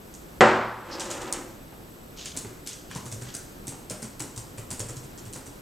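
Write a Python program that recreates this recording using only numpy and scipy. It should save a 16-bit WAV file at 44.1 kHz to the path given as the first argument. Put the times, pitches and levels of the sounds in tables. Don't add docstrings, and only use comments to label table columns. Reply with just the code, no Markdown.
import sys
import numpy as np
from scipy import signal
from scipy.fft import rfft, irfft, next_fast_len
from scipy.io import wavfile
from scipy.ndimage import uniform_filter1d, minimum_filter1d, map_coordinates

SR = 44100
rng = np.random.default_rng(int(sys.argv[2]) if len(sys.argv) > 2 else 0)


def store_wav(level_fs):
    pcm = np.round(np.clip(np.atleast_2d(level_fs), -1, 1) * 32767)
    wavfile.write(sys.argv[1], SR, pcm.T.astype(np.int16))


N = 247401

# start in seconds, relative level in dB.
LANDINGS = [(0.4078, 2)]
# frequency in Hz, relative level in dB, t60 in seconds.
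DESK_MODES = [(116.5, -16, 0.94), (222, -5.5, .55), (333, -3, 0.46), (371, -5.5, 0.37), (377.5, -1, 0.51),
              (496.4, -3, 0.49), (541, -3, .32), (579, -2, 0.44), (685, -5, 0.27), (770, -1, 0.32),
              (900, -5, 0.53), (1016, -18.5, 0.69), (1223, -18, 0.76), (1260, -15, .58), (1333, -13, 0.67),
              (1583, -10, 0.3), (1587, 1.5, 0.2)]
# frequency in Hz, relative level in dB.
BLOW_SPECTRUM = [(30, -27), (60, -22.5), (200, -10), (350, -4.5), (550, -3.5), (800, -3.5), (1400, -5),
                 (2000, -10), (2800, -18), (4000, -26), (6000, -31.5), (8000, -30.5), (10500, -53),
                 (15000, -72)]
# frequency in Hz, relative level in dB.
CRACK_SPECTRUM = [(600, -22), (1800, -2), (3200, 2), (5000, -8), (8000, -15), (10000, -25), (15000, -45)]
# frequency in Hz, relative level in dB.
GROAN_SPECTRUM = [(71, -25), (120, -10), (150, -14.5), (355, -2.5), (412, -11), (544, -3), (678, -11.5),
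                  (785, -6.5), (2160, -14.5), (4000, -28.5), (5200, -54), (8800, -120)]
# frequency in Hz, relative level in dB.
GRIT_SPECTRUM = [(1470, -42), (2500, 2), (3070, 4.5), (4280, 0), (7800, 0), (11200, -24), (13000, -77)]
# start, rise and hold in seconds, t60 in seconds, relative level in dB.
GROAN_SWELL = (0.7348, 0.21, 0.4128, 0.76, -37.5)
GRIND_SWELL = (0.82, 0.12, 0.43, 0.2, -49.5)
SQUEAK_SWELL = (0.905, 0.025, 0.002, 0.22, -38)
JUDDER_SWELL = (1.2, 0.04, 0.22, 0.3, -46.5)
# start in seconds, relative level in dB, centre in Hz,
# rebound over the tick in dB, room over the contact in dB, relative grit level in dB.
MUG_TICKS = [(.1405, -30.5, 7140, -1.5, 0.5, -64), (0.9974, -19, 6740, -1, 2.5, -36),
             (1.1037, -22, 7100, 3.5, 2, -42), (1.217, -30.5, 7500, -8.5, 4, -53),
             (1.3264, -6, 7260, -8, -8.5, -51)]
# frequency in Hz, relative level in dB.
CONTACT_SPECTRUM = [(800, -35), (1500, -12), (3000, -10.5), (4500, -6), (6000, -1), (8000, 2), (9500, -3),
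                    (12000, -14), (16000, -25)]
# finger landing in seconds, travel until the snap in seconds, relative snap level in dB,
# landing over the snap in dB, click centre in Hz, relative case knock level in dB, knock centre in Hz,
# relative desk thud level in dB.
KEYSTROKES = [(2.2495, .008, -20.5, -11, 5900, -61, 300, -60),
              (2.3662, .0068, -15.5, -6.5, 7640, -54, 250, -60),
              (2.6632, .010, -17.5, -13, 7000, -61, 403, -70), (2.7235, .008, -28, -9, 5900, -68, 400, -72),
              (2.906, 0.0072, -27, -14, 3530, -54, 980, -53), (2.95, .012, -25, -2, 6500, -43, 980, -43.5),
              (3.0558, .007, -29, -1, 8200, -53, 234, -42.5),
              (3.1163, 0.0089, -24.5, -1, 7050, -52.5, 605, -40),
              (3.214, .008, -29, -3, 6900, -51.5, 1650, -41),
              (3.341, .009, -19, -5, 8360, -50.5, 1540, -56),
              (3.67, .010, -19, -5.5, 9000, -46.5, 290, -45.5),
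              (3.8987, .012, -23.5, 2.5, 8100, -41, 617, -45),
              (4.0215, .007, -22.5, -5.5, 8250, -44.5, 217, -49.5),
              (4.1955, 0.0091, -17, -7.5, 8500, -42.5, 298, -44.5),
              (4.3620, .015, -22, -6, 8100, -52, 990, -41), (4.576, .007, -28.5, -8, 8100, -47.5, 650, -42),
              (4.7046, 0.0078, -17, -6, 8200, -43.5, 250, -45.5),
              (4.7946, 0.0089, -19, -1.5, 7500, -44, 546, -39.5),
              (4.8867, .010, -27.5, 0.5, 8000, -49, 500, -42),
              (4.960, 0.0081, -29.5, -8, 7200, -56.5, 1080, -42.5),
              (5.032, 0.0078, -38, -4, 7890, -57, 220, -53), (5.177, .006, -34, 0.5, 6550, -60, 1200, -72),
              (5.2536, .008, -35.5, -3, 8050, -53, 220, -44),
              (5.3278, .0066, -24.5, -6, 7700, -64, 400, -66),
              (5.354, .007, -28.5, -6, 7990, -47, 260, -48),
              (5.459, 0.0071, -31.5, -6, 8100, -54.5, 294, -56)]
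# start in seconds, relative case knock level in dB,
# knock centre in Hz, relative desk thud level in dB.
HAND_BUMPS = [(1.725, -53, 815, -76), (2.355, -45, 252, -54), (2.447, -45, 382, -45),
              (2.51, -57, 360, -50.5), (3.16, -60, 218, -42), (3.268, -53.5, 1810, -47.5),
              (3.72, -49, 825, -52), (4.85, -53.5, 550, -45)]
# frequency in Hz, relative level in dB.
CASE_SPECTRUM = [(120, -4), (200, 1), (450, 2), (700, -6), (1050, -5), (1700, -10), (3000, -13.5),
                 (6000, -32)]
# start in seconds, rise in seconds, relative level in dB.
CAP_BRUSHES = [(2.16, 0.032, -43.5), (2.24, 0.019, -49), (2.655, 0.021, -46), (2.895, 0.018, -51),
               (3.24, 0.04, -48.5)]
# frequency in Hz, relative level in dB.
BRUSH_SPECTRUM = [(900, -11), (2000, -8.5), (3000, 2), (5000, -1.5), (7000, -1.5), (11000, -58)]
# frequency in Hz, t60 in seconds.
ROOM_T60 = [(100, 0.77), (400, 0.56), (1200, 0.76), (2500, 0.61), (4500, 0.69), (8000, 0.49), (14000, 0.43)]
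# frequency in Hz, relative level in dB.
FLOOR_SPECTRUM = [(12, -26), (20, 1.5), (74, -2), (187, -2), (285, -3), (357, -4), (485, -8.5), (825, -15),
                  (976, -17), (1370, -18.5), (1960, -23), (4940, -26), (11800, -29), (13200, -25),
                  (16000, -41)]
# centre in Hz, half width in Hz, rms level in dB.
WHINE_BANDS = [(7840, 140, -65), (13170, 160, -63)]
# frequency in Hz, side minus mid in dB.
DESK_WIDTH = [(60, -28), (200, -28), (400, -24), (700, -19), (1300, -14), (2400, -13), (4400, -17),
              (8000, -16), (15000, -18)]
# frequency in Hz, side minus mid in dB.
FLOOR_WIDTH_DB = [(60, -22), (110, -14.5), (200, -8.5), (380, -5), (700, 1), (1300, 2), (2400, 0.5),
                  (4400, -5.5), (8000, -11), (15000, -26)]

JUDDER_HZ, JUDDER_HALF_WIDTH_HZ = 305, 52
SQUEAK_HZ, SQUEAK_HALF_WIDTH_HZ = 5000, 910
REBOUND_S, SLIP_RISE_S, SLIP_T60_S = 0.0098, 0.004, 0.26
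RATTLE_MEAN_S, RATTLE_DB = 0.012, -7.5
TOUCH_ROOM_DB, SNAP_ROOM_DB = 2.5, 0.5
SNAP_DRY_PER_DB = 0.25
KNOCK_SHARE = 0.6
THUD_HZ, THUD_SAG_HZ_PER_DB, THUD_T60_S = 119, 1.3, 0.16
THUD_SCATTER = 0.04
BRUSH_HOLD_S, BRUSH_T60_S = 0.025, 0.47
CATCH_GAP_MEAN_S, CATCH_DB = 0.014, 18.5
TOP_HZ = 16100


def mug_landing():
    out, t = np.zeros((2, N)), np.arange(SR) / SR
    for start_s, db in LANDINGS:
        bang = strike(impulse(BLOW_SPECTRUM), t60=0.048, wet_db=6.0, near_db=-2.0, near_t60=0.082)
        crack = signal.fftconvolve(stereo(burst(t60=0.0042)), impulse(CRACK_SPECTRUM)[None], axes=1)
        modes = np.zeros(SR)
        for hz, mode_db, t60 in DESK_MODES:
            modes += amp(mode_db - 60 * t / t60) * np.sin(2 * np.pi * (hz * t + rng.random()))
        onset = 1 - np.exp(-t / 0.0083)
        add(out, start_s, amp(db + 18.5) * bang)
        add(out, start_s, amp(db + 1.5) * crack)
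        add(out, start_s, amp(db - 10.0) * modes * onset)
    return out


def mug_turning():
    slips = wobble(69.48)
    wood = filtered(
        rush(GROAN_SPECTRUM),
        lambda f: 1 + sum(0.76 / (1 + ((f - hz) / 9) ** 2) for hz, _, _ in DESK_MODES))
    groan = swell(*GROAN_SWELL) * amp(0.87 * slips) * unit(wood)
    grinding = swell(*GRIND_SWELL)
    for start_s, *_, grit_db in MUG_TICKS:
        grinding += swell(start_s, SLIP_RISE_S, 0, SLIP_T60_S, grit_db)
    roughness_db = 1.8 * slips + 1.9 * wobble(370) - 1.5
    grit = grinding * amp(roughness_db) * rush(GRIT_SPECTRUM)
    squeak = swell(*SQUEAK_SWELL) * narrow(SQUEAK_HZ, SQUEAK_HALF_WIDTH_HZ)
    judder = swell(*JUDDER_SWELL) * narrow(JUDDER_HZ, JUDDER_HALF_WIDTH_HZ)
    return groan + grit + amp(1.5 * slips) * (squeak + judder)


def mug_ticks():
    out = np.zeros((2, N))
    for start_s, db, hz, rebound_db, room_db, _ in MUG_TICKS:
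        tilt_db = 16 * np.log2(hz / 7400)
        for delay_s, step_db in [(0, 0), (REBOUND_S, rebound_db)]:
            glaze = impulse(CONTACT_SPECTRUM, hz, lift_db=4.0, tilt_db=tilt_db, ripple_db=2.5)
            snap = strike(glaze, t60=0.002, wet_db=room_db, near_db=-2, near_t60=0.09, grain_db=3)
            add(out, start_s + delay_s, amp(db + step_db + 7.5) * snap)
    return out


def key_clicks():
    out = np.zeros((2, N))
    for start_s, travel_s, db, touch_db, hz, *_ in KEYSTROKES:
        tilt_db = 9 * np.log2(hz / 7400)
        cap = impulse(CONTACT_SPECTRUM, hz, lift_db=1, tilt_db=tilt_db, ripple_db=2.5)
        snap_room_db = SNAP_ROOM_DB - SNAP_DRY_PER_DB * (db + 26)
        rattle_s = travel_s + RATTLE_MEAN_S * (0.5 + rng.random())
        contacts = [
            (0, touch_db, TOUCH_ROOM_DB),
            (travel_s, 0, snap_room_db),
            (rattle_s, RATTLE_DB, SNAP_ROOM_DB)]
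        for delay_s, step_db, room_db in contacts:
            click = strike(cap, t60=0.0096, wet_db=room_db, near_db=0.5, near_t60=0.13, grain_db=3.0)
            add(out, start_s + delay_s, amp(db + step_db + 8.3) * click)
    return out


def key_presses():
    out, t = np.zeros((2, N)), np.arange(SR // 2) / SR
    strokes = [(s + KNOCK_SHARE * travel_s, *blow) for s, travel_s, _, _, _, *blow in KEYSTROKES]
    thud_gain = amp(-60 * t / THUD_T60_S) * (1 - np.exp(-t / 0.0071))
    for start_s, knock_db, knock_hz, thud_db in strokes + HAND_BUMPS:
        case = impulse(CASE_SPECTRUM, knock_hz, lift_db=9.5, ripple_db=2)
        knock = strike(case, t60=0.036, wet_db=3, near_db=-1, near_t60=0.32)
        add(out, start_s, amp(knock_db + 29.5) * knock)
        mean_hz = THUD_HZ - THUD_SAG_HZ_PER_DB * (thud_db + 44)
        thud_hz = mean_hz * (1 + THUD_SCATTER * rng.normal())
        thud = thud_gain * np.sin(2 * np.pi * thud_hz * t)
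        add(out, start_s, amp(thud_db + 14) * thud)
    return out


def finger_brushes():
    pressure = sum(swell(s, rise_s, BRUSH_HOLD_S, BRUSH_T60_S, db) for s, rise_s, db in CAP_BRUSHES)
    out = pressure * amp(2.6 * wobble(250)) * rush(BRUSH_SPECTRUM)
    for start_s, _, db in CAP_BRUSHES:
        for delay_s in np.cumsum(CATCH_GAP_MEAN_S * (0.5 + rng.random(size=4))):
            edge = impulse(CONTACT_SPECTRUM, 5600, lift_db=2.5, tilt_db=-5, ripple_db=2.5)
            catch = strike(edge, t60=0.008, wet_db=-1, near_db=0, near_t60=0.14, grain_db=1.0)
            add(out, start_s + delay_s, amp(db + CATCH_DB) * catch)
    return out


def background():
    whine = sum(amp(db) * narrow(hz, half_width_hz) for hz, half_width_hz, db in WHINE_BANDS)
    drift_db = 0.6 * wobble(5)
    return amp(-45.0 + drift_db) * rush(FLOOR_SPECTRUM, FLOOR_WIDTH_DB) + whine


def strike(body, t60, wet_db, near_db, near_t60, grain_db=0):
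    near = burst(near_t60, grain_db)
    hz, t, bands = signal.stft(rng.standard_normal(near.shape), SR, nperseg=256)
    decay = amp(-60 * t / along(ROOM_T60, hz)[:, None])
    ring = signal.istft(bands * decay, SR, nperseg=256)[1][:, :near.shape[1]]
    ring = ring * (1 - np.exp(-np.arange(ring.shape[1]) / SR / 0.0035))
    echo = amp(wet_db) * (ring / np.linalg.norm(ring[0]) + amp(near_db) * near)
    return signal.fftconvolve(stereo(burst(t60) + echo), body[None], axes=1)


def burst(t60, grain_db=0):
    t = np.arange(SR * 3 // 4) / SR
    grains = np.interp(t, np.linspace(0, 1, num=1000), rng.standard_normal(1000))
    x = rng.standard_normal((2, len(t))) * amp(grain_db * grains - 60 * t / t60)
    return x / np.linalg.norm(x[0])


def impulse(spectrum, centre_hz=1000, lift_db=0, tilt_db=0, ripple_db=0, size=4096):
    hz = np.fft.rfftfreq(size, 1 / SR)
    octaves = np.log2(np.maximum(hz, 20) / centre_hz)
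    ripple = ripple_db * unit(map_coordinates(rng.standard_normal(size), [hz / 170]))
    lift = lift_db * np.exp(-(octaves / 0.28) ** 2)
    tilt = tilt_db * np.clip(octaves, -1, 1)
    level_db = along(spectrum, hz) + lift + tilt + ripple
    cepstrum = irfft(np.log(amp(level_db)))
    cepstrum[1:size // 2] *= 2
    cepstrum[size // 2 + 1:] = 0
    h = irfft(np.exp(rfft(cepstrum)))
    return h / np.linalg.norm(h)


def rush(spectrum, width=DESK_WIDTH):
    noise = stereo(rng.standard_normal((2, N)), width)
    return unit(filtered(noise, lambda hz: amp(along(spectrum, hz))))


def narrow(hz, half_width_hz):
    noise = stereo(rng.standard_normal((2, N)))
    return unit(filtered(noise, lambda f: 1 / (1 + ((f - hz) / half_width_hz) ** 2)))


def stereo(pair, width=DESK_WIDTH):
    mid, side = pair[0], filtered(pair[1], lambda hz: amp(along(width, hz)))
    return np.array([mid + side, mid - side])


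def swell(start_s, rise_s, hold_s, t60, db):
    t = np.arange(N) / SR - start_s
    fall_db = 60 * np.maximum(t - rise_s - hold_s, 0) / t60
    return np.clip(t / rise_s, 0, 1) * amp(db - fall_db)


def wobble(rate_hz):
    knots = rng.standard_normal(int(N * rate_hz / SR) + 4)
    return map_coordinates(knots, [np.arange(N) * rate_hz / SR])


def filtered(x, response):
    n = x.shape[-1]
    m = next_fast_len(n + 8192)
    return irfft(rfft(x, m) * response(np.fft.rfftfreq(m, 1 / SR)), m)[..., :n]


def along(points, hz):
    f, v = np.transpose(points)
    return np.interp(np.log(hz + 1), np.log(f + 1), v)


def unit(x):
    return x / np.sqrt(np.mean(x ** 2) + 1e-20)


def amp(db):
    return 10 ** (np.asarray(db) / 20)


def add(out, start_s, x):
    i = max(round(start_s * SR), 0)
    n = min(x.shape[-1], N - i)
    out[:, i:i + n] += x[..., :n]


def scene():
    mug = mug_landing() + mug_turning() + mug_ticks()
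    typing = key_clicks() + key_presses() + finger_brushes()
    return mug + typing + background()


def record(dry):
    power = np.abs(uniform_filter1d(np.mean(dry ** 2, axis=0), size=900))
    over_db = np.maximum(10 * np.log10(power + 1e-12) + 9.2, 0)
    recovery_db = 11 * np.arange(N) / SR
    duck_db = np.maximum.accumulate(over_db + recovery_db) - recovery_db
    gain = uniform_filter1d(minimum_filter1d(amp(-duck_db), size=900), size=300)
    held = dry * gain
    rounded = held / (1 + np.abs(held) ** 8) ** (1 / 8)
    return filtered(rounded, lambda hz: hz < TOP_HZ)


dry = scene()
out = record(dry)
store_wav(out)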